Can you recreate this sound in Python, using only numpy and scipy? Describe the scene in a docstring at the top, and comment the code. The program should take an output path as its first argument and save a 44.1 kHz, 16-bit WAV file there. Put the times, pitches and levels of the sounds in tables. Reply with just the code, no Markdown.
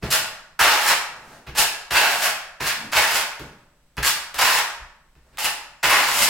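"""A steel trowel spreads and scrapes mortar over the back of a tile that lies on a plastic bucket.
Sand grains crushed under the blade ring the tile and hiss at the steel edge; each landing thumps the
bucket. Between strokes the tile is turned on the rim. The place is a bare room, heard through the
stereo microphone of a small camera about a metre above the work."""
import sys
import numpy as np
from scipy import signal
from scipy.fft import rfft, irfft, next_fast_len
from scipy.io import wavfile
from scipy.ndimage import uniform_filter1d

SR = 44100
rng = np.random.default_rng(int(sys.argv[2]) if len(sys.argv) > 2 else 0)


def generate_wav(signal):
    """Clip the signal to [-1, 1] and save it as 16-bit WAV at the path in sys.argv[1]."""
    frames = np.transpose(np.atleast_2d(signal))
    scaled = np.clip(frames, -1, 1) * 32767
    pcm = np.round(scaled).astype(np.int16)
    wavfile.write(sys.argv[1], SR, pcm)


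N = 277375
TIME = np.arange(N) / SR
BITE_S, LIFT_S = 0.005, 0.026  # the blade bites into the mortar, leaves the tile
HISS_HOLD_S, RASP_HOLD_S = 0.0087, 0.032  # the edge comes free first, the mortar drags a little longer

# diffuse sound at the microphone's two ports: (frequency [Hz], side minus mid [dB])
STEREO_WIDTH = [(60, -25), (130, -25.5), (250, -17.5), (500, -10.5), (1000, -11), (2000, -3.5), (4000, 0.5),
                (8000, 1), (14000, 2)]
# the tile is pushed onto the bucket, and at 4.410 s the blade digs into the mortar: (time [s], thump [dB],
# thump tilt [dB/octave], rocking time [s], gritty clack [dB])
PUSHES = [(0.023, -20, 7.5, 0.027, -22.5), (0.597, -28, 1, 0.035, -25), (1.464, -30, -3, 0.07, -30),
          (1.906, -27.5, 5, 0.021, -37), (2.599, -32.5, 9, 0.04, -20), (2.945, -29, 3, 0.017, -25),
          (3.391, -32, 3, 0.068, -33.5), (3.969, -20, 0.5, 0.027, -22.5), (4.340, -41, -3, .05, -30),
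          (4.410, -53, -1, .02, -13.5), (4.793, -40, -10.5, .04, -56.5), (5.153, -44, -5, 0.043, -54.5),
          (5.326, -47, 2, .03, -47), (5.835, -32, 6.5, 0.036, -13.5)]
# rasp of sand on the tile: (frequency [Hz], relative level [dB])
RASP_SPECTRUM = [(40, -30), (130, -29), (250, -18), (400, -9), (600, -6), (850, -0.5), (1150, 0),
                 (1600, 0.5), (2600, -1.5), (3400, -8), (5000, -10), (8000, -21), (16000, -23.5)]
# hiss of the steel edge: (frequency [Hz], relative level [dB])
EDGE_SPECTRUM = [(300, -12), (900, -10), (2000, -5.5), (2850, 1), (3500, -1.5), (5000, 0), (6300, -3.5),
                 (7300, -0.5), (9000, -4), (12000, -4), (16000, -10.5)]
# the blade lands, is pressed down, eases as the arm draws back and runs off the tile's edge:
# (time [s], pressed after [s], runs off after [s], landing [dB], pressed rasp [dB], easing [dB/s],
#  edge hiss [dB], run-off rasp [dB], run-off hiss [dB], run-off swell [s],
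#  low ring [Hz], its level [dB], high ring [Hz], its level [dB], rasp tilt [dB/octave])
LONG_STROKES = [ (0.59, 0.037, 0.29, -14.5, -15, 50, -28, -18, -20, 0.032, 918, -4, 1340, -2.5, 1),
                (1.905, .042, 0.34, -20.5, -12, 83, -27.5, -23.5, -23.5, 0.037, 720, 5, 1550, -2, 1),
                (2.92, 0.029, 0.24, -23, -14, 78, -26.5, -22, -24, 0.037, 745, -1.5, 1737, -13, 1),
                (4.34, 0.04, 0.22, -31.5, -17, 31.5, -23, -23, -24.5, 0.045, 1008, 8, 1770, -6.5, 1.5),
                (5.828, 0.067, .41, -17.5, -13.5, 62, -27, -25, -19, 0.11, 1012, 5, 2085, -1, .5), ]


def undb(db):
    """Decibels to gain."""
    return 10 ** (np.asarray(db) / 20)


def unit(x):
    """Scale to rms 1."""
    return x / np.sqrt(np.mean(x ** 2))


def at(points, hz):
    """Read a table of (frequency [Hz], value) on a log-frequency axis."""
    frequencies, values = np.transpose(points)
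    return np.interp(np.log(hz + 1), np.log(frequencies), values)


def colour(x, spectrum, size=4096):
    """Pass x through a minimum-phase filter of unit energy with the given spectrum."""
    gains = undb(at(spectrum, np.arange(size // 2 + 1) * SR / size))
    cepstrum = irfft(np.log(gains))
    cepstrum[1:size // 2] *= 2
    cepstrum[size // 2 + 1:] = 0
    response = irfft(np.exp(rfft(cepstrum)))
    return signal.fftconvolve(x, response / np.linalg.norm(response))[:len(x)]


def weigh(x, points):
    """Equalise x by a table of (frequency [Hz], gain [dB])."""
    size = next_fast_len(len(x) + 4096)
    gains = undb(at(points, np.arange(size // 2 + 1) * SR / size))
    return irfft(rfft(x, size) * gains, size)[:len(x)]


def resonate(x, hz, width_hz):
    """One resonance, gain 1 at its centre."""
    return signal.lfilter(*signal.iirpeak(hz, hz / width_hz, fs=SR), x)


def drift(rate_hz):
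    """Smooth random drift of rms 1."""
    step = max(int(SR / rate_hz), 2)
    stairs = np.repeat(rng.standard_normal(N // step + 1), step)[:N]
    return unit(uniform_filter1d(stairs, step))


def add(track, start_s, sound):
    """Mix a sound into a track at start_s."""
    i = max(int(start_s * SR), 0)
    track[i:i + len(sound)] += sound[:N - i]


def gate(t, rise_s, length_s, fade_s):
    """Rise from t = 0, hold until length_s, then fade."""
    return np.clip(t / rise_s, 0, 1) * np.exp(-np.maximum(t - length_s, 0) / fade_s)


def room_tone(level_db=-60, whine_hz=8000, whine_db=-80.5):
    """The quiet room's low rumble, the camera's hiss and a thin electrical whine."""
    # rumble and hiss: (frequency [Hz], relative level [dB])
    spectrum = [(25, 4.5), (65, -1), (100, -18), (140, -4), (250, -15), (600, -20), (1500, -22),
                (4000, -28.5), (16000, -37)]
    mid, side = (colour(rng.standard_normal(N), spectrum) for _ in range(2))
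    side = weigh(side, STEREO_WIDTH)
    whine = unit(resonate(rng.standard_normal(N), whine_hz, width_hz=120))
    return undb(level_db) * np.array([mid + side, mid - side]) + undb(whine_db) * whine


def wall_responses(count, early_db=2, early_s=0.011, gap_s=0.0032):
    """Bare walls return strong first reflections, then a tail in which the treble dies first."""
    # the room's reverberation: (frequency [Hz], t60 [s])
    decay_times = [(100, 0.69), (250, 0.56), (550, 0.72), (1400, 0.71), (3000, 0.58), (5500, 0.53),
                   (9500, 0.44), (15000, 0.35)]
    hz, frame_s, noise = signal.stft(rng.standard_normal((count, SR)), SR, nperseg=256)
    decay = np.exp(-np.log(1000) * frame_s / at(decay_times, hz)[:, None])
    tails = signal.istft(noise * decay, SR)[1][:, :SR]
    t = TIME[:SR]
    arrival = np.clip(t / gap_s - 1, 0, 1)
    responses = tails * arrival * (1 + undb(early_db) * np.exp(-t / early_s))
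    return responses / np.linalg.norm(responses, axis=1, keepdims=True)


def bare_room(x, direct_db=-4, wet_db=-4, scatter_hz=220, places=4):
    """Grains break at scattered places along the blade; each reaches the mic with its own echoes."""
    # direct sound from the blade at the microphone: (frequency [Hz], left minus right [dB])
    balance = [(250, 2.5), (600, -2.5), (2000, -3.5), (4000, 3.5), (12000, 1.5)]
    shares = np.array([drift(scatter_hz) for _ in range(places)])
    shares /= np.linalg.norm(shares, axis=0)
    size = next_fast_len(N + SR)
    sent = rfft(shares * x * undb(wet_db), size)
    echo_spectra = [np.sum(sent * rfft(wall_responses(places), size), axis=0) for _ in range(2)]
    mid, side = irfft(echo_spectra, size)[:, :N]
    side = weigh(side, STEREO_WIDTH)
    direct = [weigh(x, [(hz, sign * db / 2) for hz, db in balance]) for sign in (1, -1)]
    return undb(direct_db) * np.array(direct) + np.array([mid + side, mid - side])


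def sand(per_s, spread_db):
    """Clicks of crushed grains: many small, a few large."""
    hits = rng.random(N) < per_s / SR
    sizes = undb(spread_db * np.minimum(rng.exponential(size=N), 5))
    return unit(hits * sizes * np.sign(rng.standard_normal(N)))


def rubbing(groan_hz=222, groan_width_hz=35):
    """A scrape fades; later the turned tile stutters over the gritty rim and the bucket's wall groans."""
    # a fading scrape at the start, then nudges of the tile: (time [s], length [s], rub [dB], groan [dB])
    rubs = [(0.01, 0.093, -35, -58), (1.082, 0.26, -48, -57.5), (2.03, 0.22, -62, -56.5),
            (2.7, 0.16, -45.5, -47), (3.377, 0.066, -48, -51.5), (5.204, 0.19, -62, -76.5),
            (5.93, .36, -52, -48)]
    # the rubbed rim: (frequency [Hz], relative level [dB])
    rim_spectrum = [(30, -14.5), (100, -2), (160, 4), (240, -8), (330, -4), (700, -5.5), (1500, -7),
                    (3000, -17), (8000, -20), (16000, -30)]
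    rub, strain = np.zeros(N), np.zeros(N)
    for start_s, length_s, rub_db, groan_db in rubs:
        push = gate(TIME - start_s, rise_s=0.043, length_s=length_s, fade_s=0.09)
        rub += undb(rub_db) * push
        strain += undb(groan_db) * push
    slips = sand(per_s=2800, spread_db=1) * undb(2 * drift(rate_hz=30))
    groan = unit(resonate(resonate(slips, groan_hz, groan_width_hz), groan_hz, groan_width_hz))
    return colour(slips * rub, rim_spectrum) + groan * strain


def bucket_thumps(swell_s=0.02, boom_db=-1, flap_db=-6):
    """Soft mortar cushions each push, so the bucket's boom swells before it fades; its wall flaps."""
    # the bucket under the tile: (frequency [Hz], level [dB], t60 [s])
    modes = [(31, -12.5, .3), (62.2, 0, 0.32), (72, -7.5, 0.1), (122.2, -1.5, 0.18), (135, -9.5, .18)]
    # the dull flap of its thin wall: (frequency [Hz], relative level [dB])
    flap_spectrum = [(30, -18.5), (45, -14.5), (65, -4.5), (100, -10.5), (140, -1.5), (210, -10.5),
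                     (380, -6.5), (600, -16), (1500, -42.5), (16000, -75)]
    boom, flap, t = np.zeros(N), np.zeros(N), TIME[:SR // 2]
    swell = 1 - np.exp(-(t / swell_s) ** 2)
    for start_s, thump_db, tilt_db, rock_s, _ in PUSHES:
        for hz, mode_db, t60 in modes:
            detune = 1 + 0.032 * rng.standard_normal()  # the load on the rim differs each time
            ring = np.sin(2 * np.pi * hz * detune * t) * np.exp(-np.log(1000) * t / t60)
            gain = undb(boom_db + thump_db + mode_db + tilt_db * np.log2(hz / 90))
            add(boom, start_s, gain * swell * ring)
        add(flap, start_s, undb(thump_db + flap_db + tilt_db) * np.sqrt(swell) * np.exp(-t / rock_s))
    return boom + colour(flap * rng.standard_normal(N), flap_spectrum)


def tile_ringing(force, broadband_gain=0.87):
    """Tile and blade pass every frequency and ring at their modes."""
    # modes of tile and blade: (frequency [Hz], width [Hz], gain [dB])
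    modes = [(579, 1.7, 4), (640, 3.4, 1.5), (712, 6.6, 3), (852, 39, -4.5), (919, 29, -6),
             (1288, 4.1, -6.5), (1456, 7.9, 1), (1640, 26, -4), (1775, 32, -5.5), (1910, 16, -6),
             (2530, 18, -3), (2700, 62, -5.5), (2930, 38, -12.5), (4480, 50, -10), (5380, 60, -12)]
    rings = sum(undb(db) * resonate(force, hz, width_hz) for hz, width_hz, db in modes)
    return broadband_gain * force + rings


def clacks(rise_s=0.0094, fade_s=0.025, tick_s=0.0006, knock_s=0.004, tick_gain_db=7, knock_gain_db=10):
    """Short crunches as the tile is pushed down, and single hard contacts that tick and knock."""
    # steel meets tile or a coarse grain bursts under it: (time [s], edge tick [dB], tile knock [dB])
    contacts = [(0.601, -8, -4), (0.658, -12, -0.5), (0.738, -3, -7), (0.805, -21, -25), (1.47, -34, -24),
                (1.552, -30, -23), (1.909, -23, -10), (2.919, -17.5, -21.5), (3.396, -22.5, -23),
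                (3.969, -20.5, -27), (3.98, -27, -10.5), (4.344, -11, -25), (5.153, -49.5, -42),
                (5.373, -17, -26), (5.382, -31, -13), (5.445, -1.5, -10), (5.841, -17, 2)]
    pressure, ticks, knocks = np.zeros((3, N))
    t = TIME[:SR // 5]
    for start_s, *_, clack_db in PUSHES:
        add(pressure, start_s, undb(clack_db) * (1 - np.exp(-t / rise_s)) * np.exp(-t / fade_s))
    for start_s, tick_db, knock_db in contacts:
        tick = rng.standard_normal(len(t)) * np.exp(-t / tick_s)
        knock = rng.standard_normal(len(t)) * np.exp(-t / knock_s)
        add(ticks, start_s, undb(tick_db + tick_gain_db) * tick / np.linalg.norm(tick))
        add(knocks, start_s, undb(knock_db + knock_gain_db) * knock / np.linalg.norm(knock))
    crunch = pressure * sand(per_s=6800, spread_db=2)
    return colour(crunch + knocks, RASP_SPECTRUM) + colour(ticks, EDGE_SPECTRUM)


def run_off(t, swell_s, hold_s):
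    """The scrape swells until the blade reaches the tile's edge at t = 0, holds a moment and lifts."""
    return np.exp(np.minimum(t, 0) / swell_s - np.maximum(t - hold_s, 0) / LIFT_S)


def blade_singing():
    """Grains flick the steel as it comes free at the end of a long stroke, and its high modes ring."""
    # modes of the free blade: (frequency [Hz], width [Hz], relative level [dB])
    modes = [(5330, 60, -14), (7050, 74, -12)]
    flick = np.zeros(N)
    for start_s, _, end_s, _, _, _, _, _, off_hiss_db, swell_s, *_ in LONG_STROKES:
        flick += undb(off_hiss_db) * run_off(TIME - start_s - end_s, swell_s, HISS_HOLD_S)
    grains = sand(per_s=4000, spread_db=2)
    return flick * sum(undb(db) * unit(resonate(grains, hz, width_hz)) for hz, width_hz, db in modes)


def wipe(t, end_s, drag_db, edge_db, off_db, off_hiss_db, swell_s=0.0083):
    """Rasp and hiss envelopes of a short stroke: a light drag, then the run-off."""
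    contact = gate(t, BITE_S, end_s, LIFT_S)
    off_rasp = undb(off_db) * run_off(t - end_s, swell_s, RASP_HOLD_S)
    off_hiss = undb(off_hiss_db) * run_off(t - end_s, swell_s, HISS_HOLD_S)
    return np.hypot(contact * undb(drag_db), off_rasp), np.hypot(contact * undb(edge_db), off_hiss)


def spread(t, press_s, end_s, land_db, press_db, ease_db_per_s, edge_db, off_db, off_hiss_db, swell_s):
    """Rasp and hiss envelopes of a long stroke: landing, easing pressure, run-off."""
    land_ease_db_per_s, hiss_ease_db_per_s, land_hiss_db = 37.5, 28, -9
    pressed = np.clip((t - press_s) / 0.011, 0, 1)  # the blade takes the arm's weight in 11 ms
    landing = (1 - pressed) * undb(land_db - land_ease_db_per_s * t)
    rasp = landing + pressed * undb(press_db - ease_db_per_s * (t - press_s))
    hiss = landing * undb(land_hiss_db) + pressed * undb(edge_db - hiss_ease_db_per_s * (t - press_s))
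    contact = gate(t, BITE_S, end_s, LIFT_S)
    off_rasp = undb(off_db) * run_off(t - end_s, swell_s, RASP_HOLD_S)
    off_hiss = undb(off_hiss_db) * run_off(t - end_s, swell_s, HISS_HOLD_S)
    return np.hypot(contact * rasp, off_rasp), np.hypot(contact * hiss, off_hiss)


def trowel_scraping(rasp_db=1, hiss_db=3, judder_db=2, judder_hz=170):
    """The blade sticks and slips over the sand; pressure rings the tile, the bare edge hisses."""
    # the blade drags lightly and is wiped off on the tile's edge:
    # (time [s], runs off after [s], drag rasp [dB], drag hiss [dB], run-off rasp [dB], run-off hiss [dB],
    #  low ring [Hz], its level [dB], high ring [Hz], its level [dB], rasp tilt [dB/octave])
    short_strokes = [ (0.102, 0.026, -31, -21.5, -22, -19.5, 644, 8.5, 1420, 1, 1.5),
                     (1.548, 0.038, -28, -35, -21.5, -14.5, 876, 5, 1700, -4, 0.5),
                     (2.604, 0.061, -30, -36.5, -23, -25, 940, 4.5, 1710, -1.5, 2.5),
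                     (4.024, 0.038, -25, -26.5, -26, -19.5, 887, -2, 1630, -6, 2.5),
                     (5.383, 0.062, -29.5, -29, -26.5, -25, 861, 4.5, 2730, -2, 0.9), ]
    grip = unit(undb(judder_db * drift(judder_hz)))
    coarse, fine = sand(per_s=7000, spread_db=3), sand(per_s=14000, spread_db=3.5)
    edge_grains = unit(fine + 0.42 * coarse)  # coarse grains click at the edge too
    rasp, hiss = np.zeros(N), np.zeros(N)
    for gesture, strokes in (spread, LONG_STROKES), (wipe, short_strokes):
        for start_s, *motion, low_hz, low_db, high_hz, high_db, tilt_db in strokes:
            span = slice(int(start_s * SR), int((start_s + 0.7) * SR))
            pressure, edge = grip[span] * np.array(gesture(TIME[span] - start_s, *motion))
            tilt = [(1400 * 2 ** octave, tilt_db * octave) for octave in (-2, 2)]
            force = weigh(coarse[span] * pressure, tilt)
            # the line of contact leaves a different part of the blade free to ring in each stroke
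            low_ring = undb(low_db) * resonate(force, low_hz, width_hz=20)
            high_ring = undb(high_db) * resonate(force, high_hz, width_hz=90)
            rasp[span] += force + low_ring + high_ring
            hiss[span] += edge_grains[span] * edge
    return undb(rasp_db) * colour(rasp, RASP_SPECTRUM) + undb(hiss_db) * colour(hiss, EDGE_SPECTRUM)


def scene(thump_room_db=-13):
    """Trowel, tile and bucket from a metre up; the thumps arrive mostly direct, alike at both ports."""
    thumps = bucket_thumps()
    thump_echoes = undb(thump_room_db) * signal.fftconvolve(thumps, wall_responses(count=1)[0])[:N]
    trowel_work = trowel_scraping() + blade_singing() + clacks() + rubbing()
    return tile_ringing(bare_room(trowel_work)) + thumps + thump_echoes + room_tone()


def record(dry, ceiling=0.9, top_hz=16100):
    """The camera rounds the highest peaks and cuts the top of the treble."""
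    rounded = ceiling * np.tanh(dry / ceiling)
    return signal.sosfilt(signal.ellip(10, 0.2, 80, top_hz, fs=SR, output="sos"), rounded)


dry = scene()
out = record(dry)
generate_wav(out)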